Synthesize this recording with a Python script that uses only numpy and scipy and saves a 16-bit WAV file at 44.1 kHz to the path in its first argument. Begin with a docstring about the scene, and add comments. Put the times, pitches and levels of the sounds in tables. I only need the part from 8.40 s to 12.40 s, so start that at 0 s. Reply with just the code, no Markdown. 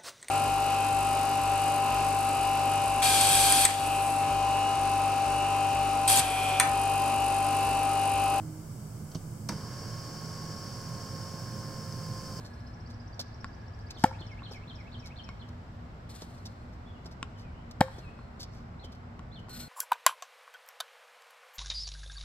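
"""A parked car's cabin rumbles and hisses faintly; a low tone fades in the first 0.3 s.
At 0.7 s the roof switch is pressed with a soft thud. At 1.1 s a relay snaps and the sunroof motor
starts: a thin whine over the rasp of brushes and gears, sagging a little in speed as the panel slides.
At 3.5 s the panel ticks once on its rail. A small stereo microphone colours it all."""
import sys
import numpy as np
from scipy import signal
from scipy.fft import rfft, irfft
from scipy.io import wavfile

SR = 44100
rng = np.random.default_rng(int(sys.argv[2]) if len(sys.argv) > 2 else 0)


def transcribe(signal):
    """Save signal, clipped to [-1, 1], as a 16-bit WAV file at the path in sys.argv[1]."""
    frames = np.atleast_2d(signal).T
    limited = np.clip(frames, -1, 1)
    pcm = np.round(limited * 32767).astype(np.int16)
    wavfile.write(sys.argv[1], SR, pcm)


N = 176400
TIME = np.arange(N) / SR
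CABIN_PAN_DB, MOTOR_PAN_DB = -3.5, -3


def from_db(db):
    """Decibels to gain."""
    return 10 ** (np.asarray(db) / 20)


def unit_rms(x):
    """Scale to unit power."""
    return x / np.sqrt(np.mean(x ** 2) + 1e-20)


def in_time(rows):
    """Breakpoints to a per-sample curve."""
    return np.interp(TIME, *np.transpose(rows))


def at_hz(rows, hz):
    """Interpolate on a log-frequency axis."""
    row_hz, value = np.transpose(rows)
    return np.interp(np.log(hz + 1), np.log(row_hz), value)


def pan(db):
    """Stereo gains, left over right by db."""
    return from_db(np.array([[db], [-db]]) / 2)


def drift(rate_hz):
    """Low-passed random wander, unit RMS."""
    hz = np.fft.rfftfreq(N, 1 / SR)
    return unit_rms(irfft(rfft(rng.standard_normal(N)) / (1 + (hz / rate_hz) ** 2), N))


def noise(spectrum, correlation):
    """Coloured stereo noise, unit RMS; left-right correlation is a number or a table over frequency."""
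    hz = np.fft.rfftfreq(N, 1 / SR)
    alike = np.clip(at_hz(correlation, hz) if np.ndim(correlation) else correlation, 0, .995)
    mid, side = rfft(rng.standard_normal((2, N))) * from_db(at_hz(spectrum, hz))
    return unit_rms(irfft(np.sqrt(1 + alike) * mid + np.sqrt(1 - alike) * side * [[1], [-1]], N))


def narrow_noise(angle, width_hz):
    """A tone wandering in strength and phase fills a narrow band."""
    return unit_rms(drift(width_hz / 2) * np.cos(angle) + drift(width_hz / 2) * np.sin(angle))


def ring(x, hz, t60_s):
    """Resonator: a unit click starts a decaying sine of height 1."""
    r, w = np.exp(-np.log(1000) / (t60_s * SR)), 2 * np.pi * hz / SR
    return signal.lfilter([0, np.sin(w)], [1, -2 * r * np.cos(w), r * r], x + 1e-18)


def bell(x, hz, width_hz, db):
    """Lift or cut one band."""
    w, g = 2 * np.pi * hz / SR, from_db(db / 2)
    k = np.sin(w) * width_hz / hz / 2
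    centre = -2 * np.cos(w)
    return signal.lfilter([1 + k * g, centre, 1 - k * g], [1 + k / g, centre, 1 - k / g], x)


def strike(times_s, levels_db, modes):
    """Blows on a body that rings in its modes."""
    clicks = np.zeros(N)
    clicks[(np.asarray(times_s) * SR).astype(int)] = from_db(levels_db)
    return sum(from_db(db) * ring(clicks, hz, t60_s) for hz, db, t60_s in modes)


def bursts(times_s, levels_db, spectrum, t60_s, tail_db=-13, tail_t60_s=.23):
    """Dense, quickly dying ring of trim after each contact, with a short cabin tail."""
    age_s = TIME - np.asarray(times_s)[:, None]
    fall = -np.log(1000) * np.maximum(age_s, 0)
    envelopes = (age_s >= 0) * (np.exp(fall / t60_s) + from_db(tail_db) * np.exp(fall / tail_t60_s))
    power = from_db(levels_db) ** 2 @ envelopes ** 2
    return np.sqrt(power) * noise(spectrum, correlation=.74)


def hiss(level_db=-56.5):
    """Faint steady hiss, independent left and right."""
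    # Each row: frequency in Hz, relative density in dB.
    spectrum = [(1000, 5.5), (2200, -7), (4000, -8), (5200, -3.5), (6500, -0.5), (8000, 6), (9300, -1),
                (12000, -4.5), (15500, -5.5)]
    return pan(db=1.5) * from_db(level_db) * noise(spectrum, correlation=0)


def fading_tone(hz=312, level_db=-49, end_s=.29, release_s=.14):
    """A low sine that holds briefly and dies away."""
    fade = np.clip((end_s - TIME) / release_s, 0, 1)
    return pan(CABIN_PAN_DB) * from_db(level_db) * fade * np.sqrt(2) * np.sin(2 * np.pi * hz * TIME)


def cabin(rumble_db=-45.5):
    """Outside rumble booms in the cabin's air modes."""
    # Each row: frequency in Hz, width in Hz, level in dB.
    air_modes = [(99.34, 15.7, -48.5), (118.64, 11.4, -46), (156.2, 9.3, -47.5), (207.2, 19.4, -52.5)]
    # Each row: time in seconds, gain in dB.
    boom_swell = [(0, -1), (.9, 0.5), (1.4, -1), (1.9, -2.5), (2.3, 1), (2.65, -2.5), (3.15, 2),
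                  (3.35, -0.5), (3.7, 2), (3.95, -0.5)]
    # Each row: frequency in Hz, relative density in dB.
    spectrum = [(20, 7), (35, -22), (54, 2.5), (70, -9.5), (95, -2.5), (130, 4), (185, -4), (270, -4.5),
                (360, -10), (500, -12.5), (750, -17), (1400, -20.5), (2600, -34), (5000, -35)]
    # Each row: frequency in Hz, left-right correlation.
    correlation = [(30, 0.77), (100, 1), (250, 0.91), (400, 0.78), (650, 0.51), (2000, 0.35)]
    boom = sum(from_db(db) * narrow_noise(2 * np.pi * hz * TIME, width) for hz, width, db in air_modes)
    rumble = from_db(rumble_db) * noise(spectrum, correlation)
    return pan(CABIN_PAN_DB) * (rumble + from_db(in_time(boom_swell)) * boom)


def rail():
    """The sliding panel ticks once on its rail."""
    # Each row: frequency in Hz, relative density in dB.
    spectrum = [(3500, -22), (4900, -3), (6100, -3), (6800, -18), (12000, -30)]
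    return bursts(times_s=[3.524], levels_db=[-45], spectrum=spectrum, t60_s=.017)


def switch():
    """The switch ticks and thuds in the roof lining."""
    # Each row: start in seconds, tick in dB, thud in dB.
    contacts = [(0.716, -50.5, -50), (.748, -43.5, -44), (0.7543, -44.5, -26.5)]
    # Each row: frequency in Hz, relative density in dB.
    tick_spectrum = [(200, 2), (700, 1), (1300, 4), (2200, -15), (3100, 0.5), (4400, 0), (5200, -6),
                     (6300, 3), (7300, -13), (15000, -27)]
    # Each row: frequency in Hz, gain in dB, T60 in seconds.
    thud_modes = [(167, -1.5, 0.13), (255, -6.5, 0.072), (360, -11, .06), (480, -19, .06),
                  (623, -18, 0.057)]
    times_s, tick_db, thud_db = np.transpose(contacts)
    tick = bursts(times_s, tick_db, tick_spectrum, t60_s=.034)
    return tick + pan(CABIN_PAN_DB) * strike(times_s, thud_db, thud_modes)


def relay():
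    """The relay snaps shut; the drive takes up slack, knocks on its housing and jolts the panel."""
    # Each row: start in seconds, tick in dB, knock in dB.
    snaps = [(1.0875, -42, -64), (1.0889, -34, -55), (1.0923, -36, -32), (1.1205, -50, -40.5)]
    # Each row: frequency in Hz, relative density in dB.
    tick_spectrum = [(1000, 2), (3000, -14.5), (3800, 3.5), (4700, -2), (5500, 3), (6100, 6), (6800, -10.5),
                     (8300, -1.5), (11000, -15), (15000, -21)]
    knock_spectrum = [(50, -2), (200, 4), (450, 8), (700, 3), (950, 2), (1500, 3), (2200, -5), (3000, -14),
                      (8000, -35)]
    # Each row: frequency in Hz, gain in dB, T60 in seconds.
    relay_modes = [(5440, -5, 0.038), (6050, -9, .03)]
    drive_modes = [(201.6, -1, .28), (312, -2.5, 0.11), (540, -10, .06), (939, -4, 0.092),
                   (1286, -8.5, .05)]
    jolt_hz, jolt_t60_s = 45, .28
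    times_s, tick_db, knock_db = np.transpose(snaps)
    tick = bursts(times_s, tick_db, tick_spectrum, t60_s=.029) + strike(times_s, tick_db, relay_modes)
    knock = bursts(times_s, knock_db, knock_spectrum, t60_s=.045)
    knock += strike(times_s, knock_db, drive_modes)
    jolt = strike(times_s=[1.118], levels_db=[-45], modes=[(jolt_hz, 0, jolt_t60_s)])
    return tick + pan(MOTOR_PAN_DB) * (knock + jolt)


def brushes(angle, hum_order, pulse_depth=.1, flutter_db=.64):
    """Brushes sizzle; the commutator sings in rough bands that follow the speed."""
    # Each row: frequency in Hz, relative density in dB.
    spectrum = [(1500, -25), (3000, -13), (3900, -14), (4500, -1), (5400, -3), (6100, -3), (6600, -8),
                (8000, -9), (9500, -17), (15000, -23)]
    # Each row: frequency in Hz, left-right correlation.
    correlation = [(3000, 0.87), (6000, 0.44), (6600, 0.74), (9000, 0.067)]
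    # Each row: time in seconds, level in dB.
    level = [(1.1, -54), (1.22, -56.5), (1.38, -53.5), (2.0, -53), (2.85, -53.5), (3.3, -55.5),
             (4.0, -53.5)]
    # Each row: cycles per turn before rounding, width in Hz, level in dB relative to the sizzle.
    bands = [(90.4, 30, -12), (99.65, 260, -6.5)]
    sparking = (1 + pulse_depth * np.cos(hum_order * angle)) * from_db(flutter_db * drift(rate_hz=90))
    singing = sum(from_db(db) * narrow_noise(np.round(k) * angle, width) for k, width, db in bands)
    sizzle = unit_rms(sparking * noise(spectrum, correlation))
    return from_db(in_time(level)) * (sizzle + singing)


def gears(angle, age_s, start_db=-48, easing_db_per_s=.5, flutter_db=.07):
    """Gear rasp pulses within each turn and softens as the panel travels."""
    # Each row: frequency in Hz, relative density in dB.
    spectrum = [(40, -18), (90, 10.5), (250, 6), (400, 0), (560, -4.5), (800, -3), (1150, -2.5),
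                (1400, -3.5), (1680, -1.5), (2100, -13.5), (2600, -15.5), (4000, -16.5), (8000, -58)]
    # Each row: pulses per turn, depth.
    pulse_orders = [(1, 0.07), (2, 0.05), (7, 0.21), (10, 0.21), (12, 0.047), (14, 0.081)]
    pulses = 1 + sum(depth * np.cos(k * angle) for k, depth in pulse_orders)
    level_db = start_db - easing_db_per_s * age_s - flutter_db * drift(rate_hz=14)
    return from_db(level_db) * unit_rms(pulses * noise(spectrum, correlation=.96))


def armature(angle, whine_order, hum_order, flutter_db=1.05, hum_flutter_db=1.5):
    """Harmonics of the turn rate: the whine firms up and the hum grows under load."""
    # Each row: cycles per turn, level in dB.
    harmonics = [(1, -61.5), (3, -52), (8, -64.5), (9, -64), (11, -65), (13, -65), (16, -76), (17, -72),
                 (18, -67.5), (19, -67.5), (21, -76), (34, -68)]
    # Each row: time in seconds, level in dB.
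    whine_level = [(1.1, -58), (1.7, -54.5), (2.8, -53.5), (4.0, -53)]
    hum_level = [(1.1, -60.5), (2.4, -59), (2.8, -55.5), (4.0, -55.5)]
    hum_db = in_time(hum_level) + hum_flutter_db * drift(rate_hz=25)
    tones = np.zeros(N)
    for order, db in harmonics + [(whine_order, in_time(whine_level)), (hum_order, hum_db)]:
        amplitude = np.sqrt(2) * from_db(db + flutter_db * drift(rate_hz=7.6))
        tones += amplitude * np.sin(order * angle + 2 * np.pi * rng.random())
    return tones


def motor(start_s=1.095, spin_up_s=.018, start_sag=.3, jitter=.0015):
    """The motor spins up, then slows a little; tones, gears and brushes follow its shaft angle."""
    # Each row: time in seconds, nominal whine pitch in Hz.
    whine_pitch = [(1.15, 1087), (1.36, 1089), (2.33, 1092), (2.45, 1076), (3.07, 1068), (3.38, 1062),
                   (3.97, 1050)]
    whine_order, hum_order = 20, 10  # cycles per turn
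    age_s = TIME - start_s
    running = 1 - np.exp(-np.maximum(age_s, 0) / spin_up_s)
    speed_ratio = (1 - start_sag * (1 - running)) * (1 + jitter * drift(rate_hz=15.5))
    turn_hz = in_time(whine_pitch) / whine_order * speed_ratio
    angle = 2 * np.pi * np.cumsum(turn_hz) / SR
    drive = armature(angle, whine_order, hum_order) + gears(angle, age_s)
    return running * (pan(MOTOR_PAN_DB) * drive + pan(db=-1) * brushes(angle, hum_order))


def scene():
    """Cabin background, then switch, relay, motor and rail."""
    return cabin() + fading_tone() + hiss() + switch() + relay() + motor() + rail()


def record(dry, low_cut_hz=23, high_cut_hz=15800):
    """Each microphone port rings, narrow bands dip or lift, deep bass and top are cut."""
    # Each row: resonance in Hz, width in Hz, gain in dB; left port, then right.
    ports = [(5170, 1350, 9), (4685, 1120, 9)]
    # Each row: centre in Hz, width in Hz, gain in dB.
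    colour = [(1878, 82, -13), (2160, 260, 3), (2600, 500, -3), (3090, 300, 3.5), (3425, 190, -7),
              (4023, 540, -8.5)]
    x = np.array([bell(channel, *port) for channel, port in zip(dry, ports)])
    for band in colour:
        x = bell(x, *band)
    x = bell(x, hz=4825, width_hz=39, db=-22)
    x = signal.sosfilt(signal.butter(2, low_cut_hz, "high", fs=SR, output="sos"), x)
    return signal.sosfilt(signal.ellip(12, .1, 80, high_cut_hz, fs=SR, output="sos"), x)


dry = scene()
out = record(dry)
transcribe(out)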